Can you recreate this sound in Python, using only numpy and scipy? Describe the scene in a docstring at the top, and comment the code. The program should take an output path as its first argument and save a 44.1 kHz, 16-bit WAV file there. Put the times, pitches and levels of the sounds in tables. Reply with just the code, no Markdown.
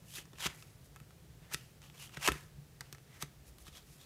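"""A low hum wavers and a faint hiss runs throughout, made of shaped noise, in a small room of delays.
Stiff cards thumbed off a fanned deck rasp over each other in the first half second: dense tiny slips.
Near 1.5 s one snaps free loudly, near 2.3 s a bunch slaps down, near 3.2 s another; fainter slides follow.
Snaps are dying bursts of noise that ring the card; blows ring the wooden table top with a thud."""
import sys
import numpy as np
from scipy import signal
from scipy.fft import rfft, irfft
from scipy.io import wavfile

SR = 44100
rng = np.random.default_rng(int(sys.argv[2]) if len(sys.argv) > 2 else 0)


def ratio(d):
    """dB to gain"""
    e = np.asarray(d, float) / 20
    return 10 ** e


def master(y):
    """Save y as 16-bit WAV."""
    cut = np.clip(np.atleast_2d(y).T, -1, 1)
    pcm = np.round(cut * 32767)  # scale
    wavfile.write(sys.argv[1], SR, pcm.astype(np.int16))


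N = 178825   # length in samples


def rms_one(x):
    """Scale a sound to an average (rms) level of 1."""
    return x / np.sqrt(np.mean(x ** 2) + 1e-20)


def in_time(rows):
    """Join the points of a table with straight lines: one curve per column, at every sample."""
    seconds, *columns = np.transpose(rows)
    return np.array([np.interp(np.arange(N) / SR, seconds, column) for column in columns])


def band(x, low_hz, high_hz):
    """Keep only the sound between two pitches."""
    edges = [low_hz, min(high_hz, 0.45 * SR)]
    return signal.sosfilt(signal.butter(2, edges, "band", fs=SR, output="sos"), x)


def ring(x, hz, t60):
    """A resonance: a unit click starts a sine near height 1 that falls 60 dB in t60 seconds."""
    r = ratio(-60 / (max(t60, 0.002) * SR))
    w = 2 * np.pi * hz / SR
    return signal.lfilter([0, np.sin(w)], [1, -2 * r * np.cos(w), r * r], x + 1e-18)


def drift(rate_hz):
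    """Random wandering of spread 1: noise smoothed twice, so that little is left above rate_hz."""
    r = np.exp(-2 * np.pi * rate_hz / SR)
    smooth = signal.lfilter([1], [1, -2 * r, r * r], rng.standard_normal(N + SR))
    return rms_one(smooth[SR:])   # the first second lets the filter settle


# Colour of the room tone and hiss.
# Each row: frequency in Hz, relative strength in dB per Hz.
ROOM_COLOUR = [(15, -31), (25, -29), (61, -4), (144, -2), (164, -4), (246, -11), (399, -11), (1050, -22),
               (1850, -21.5), (2060, -23), (6380, -26), (13900, -29.5), (15500, -27.5)]
ROOM_TONE_DB = -62


def room_tone():
    """Steady noise with the colour of the quiet room and the hiss."""
    hz, db = np.transpose(ROOM_COLOUR)
    bins_hz = np.maximum(np.arange(N // 2 + 1) * SR / N, 1)
    strength = ratio(np.interp(np.log(bins_hz), np.log(hz), db))
    noise = irfft(rfft(rng.standard_normal(N)) * strength, N)
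    return ratio(ROOM_TONE_DB) * rms_one(noise)


# How loud the hum is, before its random waver.
# Each row: time in seconds, level of the lower band in dB, level of the upper band in dB.
HUM_LEVELS = [(0.0, -72, -59.5), (1.0, -69, -61), (1.4, -58, -57.5), (1.8, -73, -64.5), (2.8, -63, -60),
              (3.299, -68, -70), (3.52, -60, -71), (3.72, -56.5, -77), (3.9, -63, -57.5), (4.05, -73, -65)]
# Where the two hum bands lie.
# Each row: centre in Hz, width of one pass through the resonance in Hz.
HUM_RESONANCES = [(64, 35), (142, 52)]
HUM_WAVER_DB, HUM_WAVER_HZ = 2.5, 3   # spread of the random waver and how fast it moves


def hum():
    """Noise sent twice through each of two low resonances, with a level that wavers."""
    out = 0
    for (hz, width_hz), level_db in zip(HUM_RESONANCES, in_time(HUM_LEVELS)):
        t60 = np.log(1000) / (np.pi * width_hz)   # a narrow resonance rings longer
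        level = ratio(level_db + HUM_WAVER_DB * drift(HUM_WAVER_HZ))
        once = ring(rng.standard_normal(N), hz, t60)
        out = out + level * rms_one(ring(once, hz, t60))
    return out


ROOM_T60_S = 0.32     # time for the deep part of the echo to fall 60 dB
WALL_CUT_HZ = 10100   # each round through a delay softens the sound above this


def room(x):
    """Echoes off the walls: twelve feedback delays, duller on every round."""
    out = np.zeros(N)
    dull = np.exp(-2 * np.pi * WALL_CUT_HZ / SR)
    lags = (np.geomspace(0.007, 0.037, 12) * SR).astype(int)   # 7 to 37 ms
    for k, lag in enumerate(lags):
        loop, state = x.copy(), [0.]
        gain = ratio(-60 * lag / SR / ROOM_T60_S)
        for i in range(lag, N, lag):   # one delay length at a time
            back, state = signal.lfilter([gain * (1 - dull)], [1, -dull], loop[i - lag:i], zi=state)
            loop[i:i + lag] += back[:N - i]
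        out += (loop - x) * (-1) ** k   # only the echoes, with alternating sign
    return out


# Notes (modes) of the wooden table top.
# Each row: frequency in Hz, relative strength in dB, time to fall 60 dB in seconds.
TABLE_MODES = [(64.3, -3.5, 0.12), (143.3, 1, 0.11), (223, -5, 0.034), (293.4, -4.5, 0.043),
               (400, 0, 0.032), (517.6, -20.5, 0.13)]
# Cards and fingers landing on the wood, before the soft contact dulls them.
# Each row: time in seconds, thud in dB (drives the second mode), knock in dB (drives all the others).
BLOWS = [(0.183, -53, -48), (0.331, -68, -47.5), (0.458, -36.5, -33.5), (0.469, -40, -41.5),
         (1.012, -44.5, -65), (1.419, -50, -74), (1.542, -40.5, -42.5), (2.172, -39.5, -46),
         (2.283, -50, -22.5), (2.314, -37, -36.5), (2.355, -48.5, -44), (2.583, -42.5, -76),
         (2.806, -46.5, -65), (2.926, -53, -51.5), (3.228, -39.5, -38.5), (3.682, -49.5, -58)]
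LOWEST_MODE_DB = -19   # drive of the lowest mode, against the knock


def table():
    """Each blow on the wood rings its modes; from the third up they take new strengths each time."""
    seconds, thud_db, knock_db = np.array(BLOWS).T
    out = np.zeros(N)
    change_db = rng.normal(0, 2, (len(seconds), len(TABLE_MODES)))
    for k, (hz, level_db, t60) in enumerate(TABLE_MODES):
        if k == 0:
            blow_db = knock_db + LOWEST_MODE_DB
        elif k == 1:
            blow_db = thud_db
        else:
            blow_db = knock_db + change_db[:, k]
        blows = np.zeros(N)
        blows[np.round(seconds * SR).astype(int)] = ratio(blow_db + level_db)
        if k == 0:   # the heavy lowest mode swells over a few cycles
            blows = 3.3 * np.sin(2 * np.pi * hz / SR) * ring(blows, hz, 0.067)
        out += (-1) ** k * ring(blows, hz, t60)
    soft = signal.lfilter([0.08], [1, -0.92], out)   # a soft contact takes the edge off
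    return signal.sosfilt(signal.butter(2, 40.0, "high", fs=SR, output="sos"), soft)


# Notes (modes) that ring briefly in the flexing card.
# Each row: frequency in Hz, relative strength in dB, time to fall 60 dB in seconds.
CARD_MODES = [(880, -73, 0.004), (1320, 6, 0.083), (1800, 23.5, 0.0029), (2620, 2, 0.047), (2990, 2, 0.018),
              (3780, 17.5, 0.0037), (4800, 4, 0.0024), (6650, -19, 0.024)]


def card_modes(x, strengths):
    """The stiff card bends in several modes at once, each ringing at its own pitch."""
    return sum(g * ratio(db) * ring(x, hz, t60) for (hz, db, t60), g in zip(CARD_MODES, strengths))


def colour(direct, modes, flex, share, flex_share):
    """Split contact noise and card ring into rasp, body and hiss; the flexing resonance joins the rasp."""
    sound = rms_one(direct) + share * rms_one(modes)
    rasp = rms_one(band(sound, 1810, 7250)) + flex_share * rms_one(flex)
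    body = band(sound, 605, 3450)
    hiss = band(sound, 3490, 13060)
    return [rasp, body, hiss]


def grains(per_s, spread_db):
    """Random micro-slips of uneven size and sign."""
    size_db = spread_db * np.minimum(rng.exponential(1, N), 4)
    sizes = ratio(size_db) * rng.choice([-1, 1], N)
    return sizes * (rng.random(N) < per_s / SR)


# Card sliding over card, one stroke a row.
# Each row: time of the peak in seconds, rasp in dB, swell in seconds, release in seconds,
# brightness in dB, pitch of the card's free flap in Hz.
SLIDE_STROKES = [(0.12, -61.5, .12, 0.055, 8.5, 2900), (0.16, -49.5, 0.06, 0.038, 6.5, 2950),
                 (0.185, -48, 0.055, 0.058, 1.5, 2750), (0.358, -64, 0.013, .015, -8, 3040),
                 (0.425, -43.5, 0.064, 0.052, -0.5, 3280), (0.447, -37, 0.048, .025, -2.5, 3300),
                 (0.468, -33.5, 0.039, 0.016, -5.5, 2290), (0.49, -57.5, 0.023, 0.14, -7, 2390),
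                 (0.57, -65, 0.2, 0.34, 6.5, 2260), (0.858, -78, .08, 0.062, 15.5, 2000),
                 (1.44, -71.5, 0.057, 0.11, -11.5, 1800), (1.529, -47.5, 0.044, .012, -5, 1600),
                 (1.539, -41.5, 0.019, 0.0077, 8, 2470), (1.57, -62.5, .03, 0.24, 3.5, 2700),
                 (1.83, -61, 0.023, 0.14, -2, 2890), (1.95, -65, .04, .06, -5, 2620),
                 (2.03, -52, 0.12, 0.093, 3, 3200), (2.148, -55.5, 0.068, .05, -3.5, 2700),
                 (2.173, -46.5, .01, 0.017, -7, 1970), (2.235, -43, 0.055, 0.044, -1.5, 2900),
                 (2.262, -35, 0.048, 0.033, -3.5, 2400), (2.286, -36.5, 0.013, 0.027, -1, 1630),
                 (2.33, -53.5, .03, .2, 1, 1800), (2.85, -70, .03, 0.23, -5, 2500),
                 (3.15, -62.5, 0.12, 0.15, -3, 1900), (3.223, -46.5, 0.036, 0.036, 1, 2190),
                 (3.485, -71, 0.06, 0.044, 14, 2740), (3.61, -72, .05, 0.1, 14.5, 2600),
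                 (3.681, -56.5, 0.062, 0.034, 0, 3180), (3.77, -56, 0.1, 0.087, -0.5, 3600),
                 (3.93, -70, 0.2, 0.16, 11.5, 2540), (4.015, -58.5, 0.045, .09, 1, 3580)]
STROKE_RANGE_DB = 30     # level climbed over the swell and lost over the release
STROKE_ROUNDING = 1.33   # 1 = pointed peak, 2 = rounded
SLIDE_BODY_DB, SLIDE_HISS_DB = -6, -5.5   # against the rasp; brightness lifts the hiss, thins the body


def strokes():
    """Each stroke swells as the card speeds up, then lets go; the louder a stroke, the more it sets the pitch."""
    power = np.full((3, N), 1e-14)     # rasp, body, hiss
    pitch = np.full(N, 2500e-14)       # 2500 Hz when nothing slides
    t = np.arange(N) / SR
    for s, db, swell_s, release_s, bright_db, flap_hz in SLIDE_STROKES:
        away = np.where(t < s, (s - t) / max(swell_s, 0.003), (t - s) / max(release_s, 0.003))
        fall_db = STROKE_RANGE_DB * np.minimum(away, 3) ** STROKE_ROUNDING
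        rasp = ratio(2 * (db - fall_db))   # twice the dB, since power is added up
        shares = ratio(2 * np.array([0, SLIDE_BODY_DB - bright_db, SLIDE_HISS_DB + bright_db]))
        power = power + shares[:, None] * rasp
        pitch = pitch + flap_hz * rasp
    return np.sqrt(power), pitch / power[0]


def slides():
    """Dense micro-slips, catching unevenly, sound directly, in the card's modes and in its moving free flap."""
    gains, flap_hz = strokes()
    slips = grains(12000, 2.5) * ratio(2.0 * drift(180))
    modes = card_modes(slips, np.ones(len(CARD_MODES)))
    # a narrow band of the slips (300 Hz wide), carried along the flap's unsteady pitch
    unsteady_hz = flap_hz * (1 + 0.11 * drift(34))
    turn = np.exp(2j * np.pi * np.cumsum(unsteady_hz) / SR)
    narrow = signal.lfilter([1], [1, -np.exp(-np.pi * 300.0 / SR)], slips / turn)
    flex = (narrow * turn).real
    layers = colour(slips, modes, flex, 0.16, 0.9)
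    return sum(gain * rms_one(layer) for gain, layer in zip(gains, layers))


# Card edges snapping free and slapping down.
# Each row: start in seconds, peak of the rasp in dB, card body in dB against that peak,
# treble in dB against that peak, pitch of the free flap in Hz.
EDGE_SNAPS = [(0.1831, -35.5, -22, -18, 2800), (0.2551, -47, -10, -18, 1900),
              (0.3326, -50.5, 2.5, -14, 1060), (0.385, -42, 1.5, -6, 1160), (0.406, -31, -14, -22, 3660),
              (0.625, -38.5, -9, -15, 2700), (0.9611, -46.5, 3, 5, 1460), (0.967, -59.5, 9.5, -11, 1300),
              (1.0016, -51.5, 7, 10, 2660), (1.107, -51, 2, -10, 1560), (1.5451, -14, -37, -14, 1970),
              (1.8183, -44.5, -9, -16, 1420), (1.8995, -48, 3.5, -21, 1100), (2.0936, -50.5, 3.5, -6, 1420),
              (2.17, -47, 6, -18, 1950), (2.2781, -15.5, -1.5, -10, 2870), (2.2763, -12.5, -2, -5, 1360),
              (2.286, -23, 9.5, -17, 1800), (2.3194, -26, 0.5, -1, 3830), (2.3556, -39.5, -9, -18, 1320),
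              (2.8082, -30, -36, -15, 2080), (2.8135, -49, 10.5, -12, 1230), (2.9266, -35, -22, -5, 1320),
              (2.9483, -46.5, -1, -17, 2240), (2.9834, -48.5, -3.5, -15, 2310),
              (3.2248, -23.5, -13, 0, 1950), (3.584, -49, -4, 4.5, 4170), (3.668, -46, -0.5, -1, 1350),
              (3.681, -41, -22, -13, 3260)]
EDGE_T60_S, CRACKLE_T60_S = 0.0017, 0.024   # times to fall 60 dB


def snaps():
    """A sharp edge release with a dying crackle behind it; the card modes take new strengths each time."""
    out = np.zeros(N + SR)
    t = np.arange(SR // 12) / SR
    modes_n = len(CARD_MODES)
    chance = rng.standard_normal((len(EDGE_SNAPS), modes_n + len(t)))
    for (s, peak_db, body_db, hiss_db, flap_hz), draw in zip(EDGE_SNAPS, chance):
        fade = ratio(-60 * t / CRACKLE_T60_S) + 3.06 * ratio(-60 * t / EDGE_T60_S)
        crack = draw[modes_n:] * fade
        modes = card_modes(crack, ratio(3 * draw[:modes_n]))
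        flap = ring(crack, flap_hz, 0.008)
        layers = colour(crack, modes, flap, 0.35, 0.52)
        for layer, db in zip(layers, (peak_db, peak_db + body_db, peak_db + hiss_db)):
            out[round(s * SR):][:len(t)] += ratio(db) * layer / np.abs(layer).max()
    return out[:N]


ROOM_DB = -26.5   # gain on the echoes


def scene():
    """Cards and table with their room, over hum and room tone."""
    near = slides() + snaps() + table()
    return (near + ratio(ROOM_DB) * room(near) + hum() + room_tone())[None]


def low_pass(x):
    """Removes everything above the highest recorded frequency."""
    return signal.sosfilt(signal.butter(12, 16390, fs=SR, output="sos"), x)


def record(dry):
    """The microphone drops the deepest bass and the top is cut steeply at 16500 Hz."""
    lean = signal.sosfilt(signal.butter(2, 42.0, "high", fs=SR, output="sos"), dry)
    cut = signal.sosfilt(signal.cheby2(10, 50, 16500, fs=SR, output="sos"), lean)
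    return low_pass(cut)


dry = scene()
out = record(dry)
master(out)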